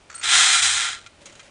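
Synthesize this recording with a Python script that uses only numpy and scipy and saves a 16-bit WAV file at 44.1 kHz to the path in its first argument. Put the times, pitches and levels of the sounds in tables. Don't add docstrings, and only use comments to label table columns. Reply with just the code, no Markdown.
import sys
import numpy as np
from scipy import signal
from scipy.fft import rfft, irfft
from scipy.io import wavfile
from scipy.ndimage import uniform_filter1d

SR = 44100
rng = np.random.default_rng(int(sys.argv[2]) if len(sys.argv) > 2 else 0)


def generate_wav(sig):
    pcm = np.round(np.clip(np.atleast_2d(sig).T, -1, 1) * 32767).astype(np.int16)
    wavfile.write(sys.argv[1], SR, pcm)


N = 66150

# start in seconds, level in dB, decay in seconds.
GEAR_TICKS = [(0.0981, -37.5, 0.0071), (0.113, -41.5, 0.0036), (0.1257, -38, 0.0043),
              (0.1413, -39.5, 0.011), (0.16, -44, 0.018), (0.177, -43.5, 0.0094), (0.195, -46, 0.012),
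              (0.212, -34, 0.0059)]
# frequency in Hz, relative level in dB.
TICK_EQ = [(150, -28), (950, -2.5), (1300, 7), (1600, 4), (1950, 3), (2700, -2), (3900, -5.5), (4350, -5),
           (4800, -4.5), (7200, 2.5), (10000, -24)]
# frequency in Hz, relative level in dB, t60 in seconds.
DRIVE_MODES = [(1245, -1, .08), (1354, 2, .05), (2505, -8.5, 0.092), (4486, -4, .05)]
# start in seconds, length in seconds, level in dB.
AXLE_CHIRPS = [(0.146, .023, -34.5), (0.178, .014, -35.5), (0.192, 0.015, -39.5)]
# frequency in Hz, relative level in dB.
RASP_EQ = [(3000, -60), (7000, -24), (8000, -8), (8600, 1), (8900, -3), (9300, -28)]
# time in seconds, share of top speed.
DRIVE_SPEED = [(0.21, .25), (0.3, .7), (0.42, 1.0), (0.62, .92), (0.8, .7), (0.93, 0.36), (1.04, 0.16)]
# teeth per second at top speed, relative level in dB.
GEAR_MESHES = [(172, -3), (465, -1.5), (790, 1.5)]
# time in seconds, relative level in dB.
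CHATTER_FADER = [(0.205, -59), (0.214, -45), (0.229, -37), (0.234, -21), (0.266, -23.5), (0.295, -16.5),
                 (0.38, -12.5), (0.48, -15), (0.602, -18.5), (0.613, -24.5), (0.629, -17.5), (0.705, -19.5),
                 (0.756, -22), (0.775, -21), (0.86, -23), (0.935, -30.5), (0.99, -44.5), (1.06, -54)]
# frequency in Hz, relative level in dB.
CHATTER_EQ = [(100, -34.5), (270, -35.5), (370, -27), (520, -41.5), (660, -16.5), (790, -9.5), (950, -16.5),
              (1250, -5), (2150, 1), (2750, -5), (3250, 3), (4150, -3.5), (4550, -8), (5100, -1.5),
              (5600, -7), (6650, -4), (8500, -4.5), (9300, -8.5), (10500, -20)]
# frequency in Hz, relative level in dB, t60 in seconds.
BODY_MODES = [(768.3, -20.5, 0.12), (857, -16.5, 0.12), (1073, -9, 0.046), (1226, -6.5, 0.12),
              (1378.7, 2, 0.12), (1568.5, -8, 0.19), (1689, -4.5, 0.077), (2095, -1, 0.065),
              (2427, -8, 0.23), (3080, 0, 0.083), (3210, -11, 0.055), (3470, -3.5, 0.029),
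              (3820, -4.5, 0.041), (4000, -1, 0.13), (4155, -1, 0.1), (6644, -1, 0.017)]
# time in seconds, treble gain in dB.
WHIRR_BRIGHTNESS = [(0.24, -1.5), (0.42, -0.5), (0.58, 2.5), (0.75, 2), (0.88, -3.5), (1.0, -5.5)]
# frequency in Hz, relative level in dB.
JOLT_EQ = [(100, -17), (250, -33), (380, -5.5), (520, -8), (860, 7.5), (1100, -27), (3000, -2),
           (10000, -32)]
# time in seconds, level in dB.
HUM_FADER = [(0.2, -80), (0.25, -62), (0.29, -55), (0.332, -73), (0.38, -46.5), (0.44, -58.5),
             (0.48, -58.5), (0.575, -70), (0.636, -49.5), (0.76, -53), (0.89, -64.5), (1.1, -63)]
# start in seconds, level in dB, decay in seconds, treble gain in dB.
HANDLING_CLICKS = [(1.0616, -34, .005, -14), (1.067, -32.5, .004, -20), (1.256, -42, 0.0058, 12.5),
                   (1.269, -46, 0.013, 1), (1.296, -55, 0.0049, 6), (1.3227, -50, 0.014, 3),
                   (1.3524, -38.5, .007, -12), (1.394, -34.5, .006, -11), (1.4, -36.5, .006, -18),
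                   (1.4284, -45, .008, -8)]
# frequency in Hz, relative level in dB.
CLICK_EQ = [(150, -32), (700, -36), (1100, -8), (1380, -1.5), (1650, -13), (2100, 1), (2600, -7.5),
            (3200, 3.5), (4000, -7.5), (4900, -6.5), (6600, -1), (10000, -14)]
# time in seconds, level in dB.
SCRAPE_FADER = [(1.19, -57.5), (1.24, -50), (1.33, -52), (1.43, -52.5), (1.5, -53.5)]
# frequency in Hz, relative level in dB.
SCRAPE_EQ = [(40, -4), (170, 4), (400, 0.5), (480, -5), (570, 14.5), (680, -2), (1300, -4.5), (2000, 0.5),
             (3200, -0.5), (4800, -7.5), (6600, -7), (10000, -11.5)]
# frequency in Hz, relative level in dB.
ROOM_EQ = [(20, -12), (45, 2), (68, -6), (98, 1.5), (135, -5.5), (350, -7), (600, -6.5), (1200, -11.5),
           (3000, -14), (4500, -18.5), (10000, -24)]


def undb(db):
    return 10 ** (np.asarray(db) / 20)


def unit(x):
    return x / np.sqrt(np.mean(x ** 2) + 1e-18)


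def curve(rows):
    return np.interp(np.arange(N) / SR, *np.array(rows).T)


def fader(rows, fade_s=.042):
    t = np.arange(N) / SR
    outside = np.maximum(rows[0][0] - t, 0) + np.maximum(t - rows[-1][0], 0)
    return undb(curve(rows)) * np.exp(-outside / fade_s)


def drift(per_s):
    hold = max(int(SR / per_s), 1)
    steps = rng.standard_normal(N)[np.arange(N) // hold]
    return unit(uniform_filter1d(steps, hold))


def convolve(x, response):
    return signal.fftconvolve(x, response)[:N]


def eq(x, points, size=8192):
    hz, db = np.array(points).T
    bin_hz = np.arange(size // 2 + 1) * SR / size
    gain = unit(undb(np.interp(np.log(bin_hz + 1), np.log(hz), db)))
    cepstrum = irfft(np.log(gain))
    cepstrum[1:size // 2] *= 2
    cepstrum[size // 2 + 1:] = 0
    return convolve(x, irfft(np.exp(rfft(cepstrum))))


def treble(x, db, corner_hz=4590):
    low = signal.sosfiltfilt(signal.butter(2, corner_hz, fs=SR, output="sos"), x)
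    return low + undb(db) * (x - low)


def tail(t60):
    t = np.arange(N // 4) / SR
    response = rng.standard_normal(len(t)) * np.exp(-np.log(1000) * t / t60)
    return response / np.linalg.norm(response)


def grains(per_s=4000):
    return unit(np.sign(rng.standard_normal(N)) * (rng.random(N) < per_s / SR))


def burst(start, db, decay_s, rise_s=.0015):
    age = np.maximum(np.arange(N) / SR - start, 0)
    envelope = np.minimum(age / rise_s, 1) * np.exp(-np.maximum(age - rise_s, 0) / decay_s)
    return undb(db) * envelope * grains()


def panels(force, count=6, clatter_db=1.5):
    panel = rng.integers(0, count, N)
    clatter = sum(convolve(force * (panel == k), tail(t60=.017)) for k in range(count))
    return (force + undb(clatter_db) * clatter) / np.hypot(1, undb(clatter_db))


def struck_tin(force, panel_eq, modes, ring_db):
    t = np.arange(N // 4) / SR
    ring = 0
    for hz, db, t60 in modes:
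        envelope = undb(db) / np.sqrt(t60) * np.exp(-np.log(1000) * t / t60)
        ring += envelope * np.sin(2 * np.pi * (hz * t + rng.random()))
    return eq(panels(force), panel_eq) + undb(ring_db) * convolve(force, ring / np.linalg.norm(ring))


def room_tone(db=-53.5):
    return undb(db) * unit(eq(rng.standard_normal(N), ROOM_EQ))


def gear_ticks():
    slips = sum(burst(*row) for row in GEAR_TICKS)
    return struck_tin(slips, TICK_EQ, DRIVE_MODES, ring_db=-2)


def axle_squeak(hz=4290, wander=.016, fundamental_db=-13, rasp_db=-2):
    t = np.arange(N) / SR
    phase = 2 * np.pi * np.cumsum(hz * (1 + wander * drift(per_s=2000))) / SR
    tone = unit(np.sin(2 * phase) + undb(fundamental_db) * np.sin(phase))
    rasp = undb(rasp_db) * unit(eq(grains(), RASP_EQ))
    swells = 0
    for start, length, db in AXLE_CHIRPS:
        progress = np.clip((t - start) / length, 0, 1)
        swells += undb(db) * np.sqrt(np.abs(np.sin(np.pi * progress)))
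    return swells * unit(tone + rasp)


def gear_whirr(scatter_db=1, wobble_db=1, rub_db=-4.5):
    jitter, rub_decay = .12, .31
    speed = curve(DRIVE_SPEED)
    chatter = 0
    for tooth_rate, db in GEAR_MESHES:
        early_late, soft_hard = rng.standard_normal((N // 20, 2)).T
        teeth_passed = np.cumsum(tooth_rate * speed) / SR
        teeth = np.arange(int(teeth_passed[-1]))
        hit_at = np.minimum(np.searchsorted(teeth_passed, teeth + jitter * early_late[teeth]), N - 1)
        strikes = np.bincount(hit_at, undb(scatter_db * soft_hard[teeth]), N)
        strikes /= np.sqrt(speed)
        strikes -= uniform_filter1d(strikes, N // 100)
        rub = rng.standard_normal(N) * np.exp(-(teeth_passed % 1) / rub_decay)
        force = unit(strikes) + undb(rub_db) * unit(rub)
        chatter += force * undb(db + wobble_db * drift(per_s=70))
    whirr = struck_tin(chatter * fader(CHATTER_FADER) / 2, CHATTER_EQ, BODY_MODES, ring_db=-6)
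    return treble(whirr, curve(WHIRR_BRIGHTNESS))


def chassis_jolt():
    return eq(panels(burst(start=.233, db=-35, decay_s=.014)), JOLT_EQ)


def table_hum(hz=94.6, wander=.015):
    phase = 2 * np.pi * np.cumsum(hz * (1 + wander * drift(per_s=18))) / SR
    return fader(HUM_FADER) * unit(np.sin(phase))


def handling_clicks(ring_time_share=.45):
    slips = sum(treble(burst(start, db, decay_s), treble_db)
                for start, db, decay_s, treble_db in HANDLING_CLICKS)
    damped_modes = [(hz, db, t60 * ring_time_share) for hz, db, t60 in BODY_MODES]
    return struck_tin(slips, CLICK_EQ, damped_modes, ring_db=-8.5)


def handling_scrape(roughness_db=2.9):
    slips = grains() * undb(roughness_db * drift(per_s=60.38))
    return fader(SCRAPE_FADER) * unit(eq(slips, SCRAPE_EQ))


def scene():
    toy = (gear_whirr() + chassis_jolt() + gear_ticks()
           + handling_clicks() + axle_squeak() + handling_scrape())
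    bed = room_tone()
    reverb = undb(-19) * convolve(toy, tail(t60=.26))
    return (toy + reverb + table_hum() + bed)[None]


def record(dry):
    top_hz = 10000
    high_cut = signal.ellip(12, .2, 85, top_hz, fs=SR, output="sos")
    return signal.sosfilt(high_cut, np.tanh(dry))


dry = scene()
out = record(dry)
generate_wav(out)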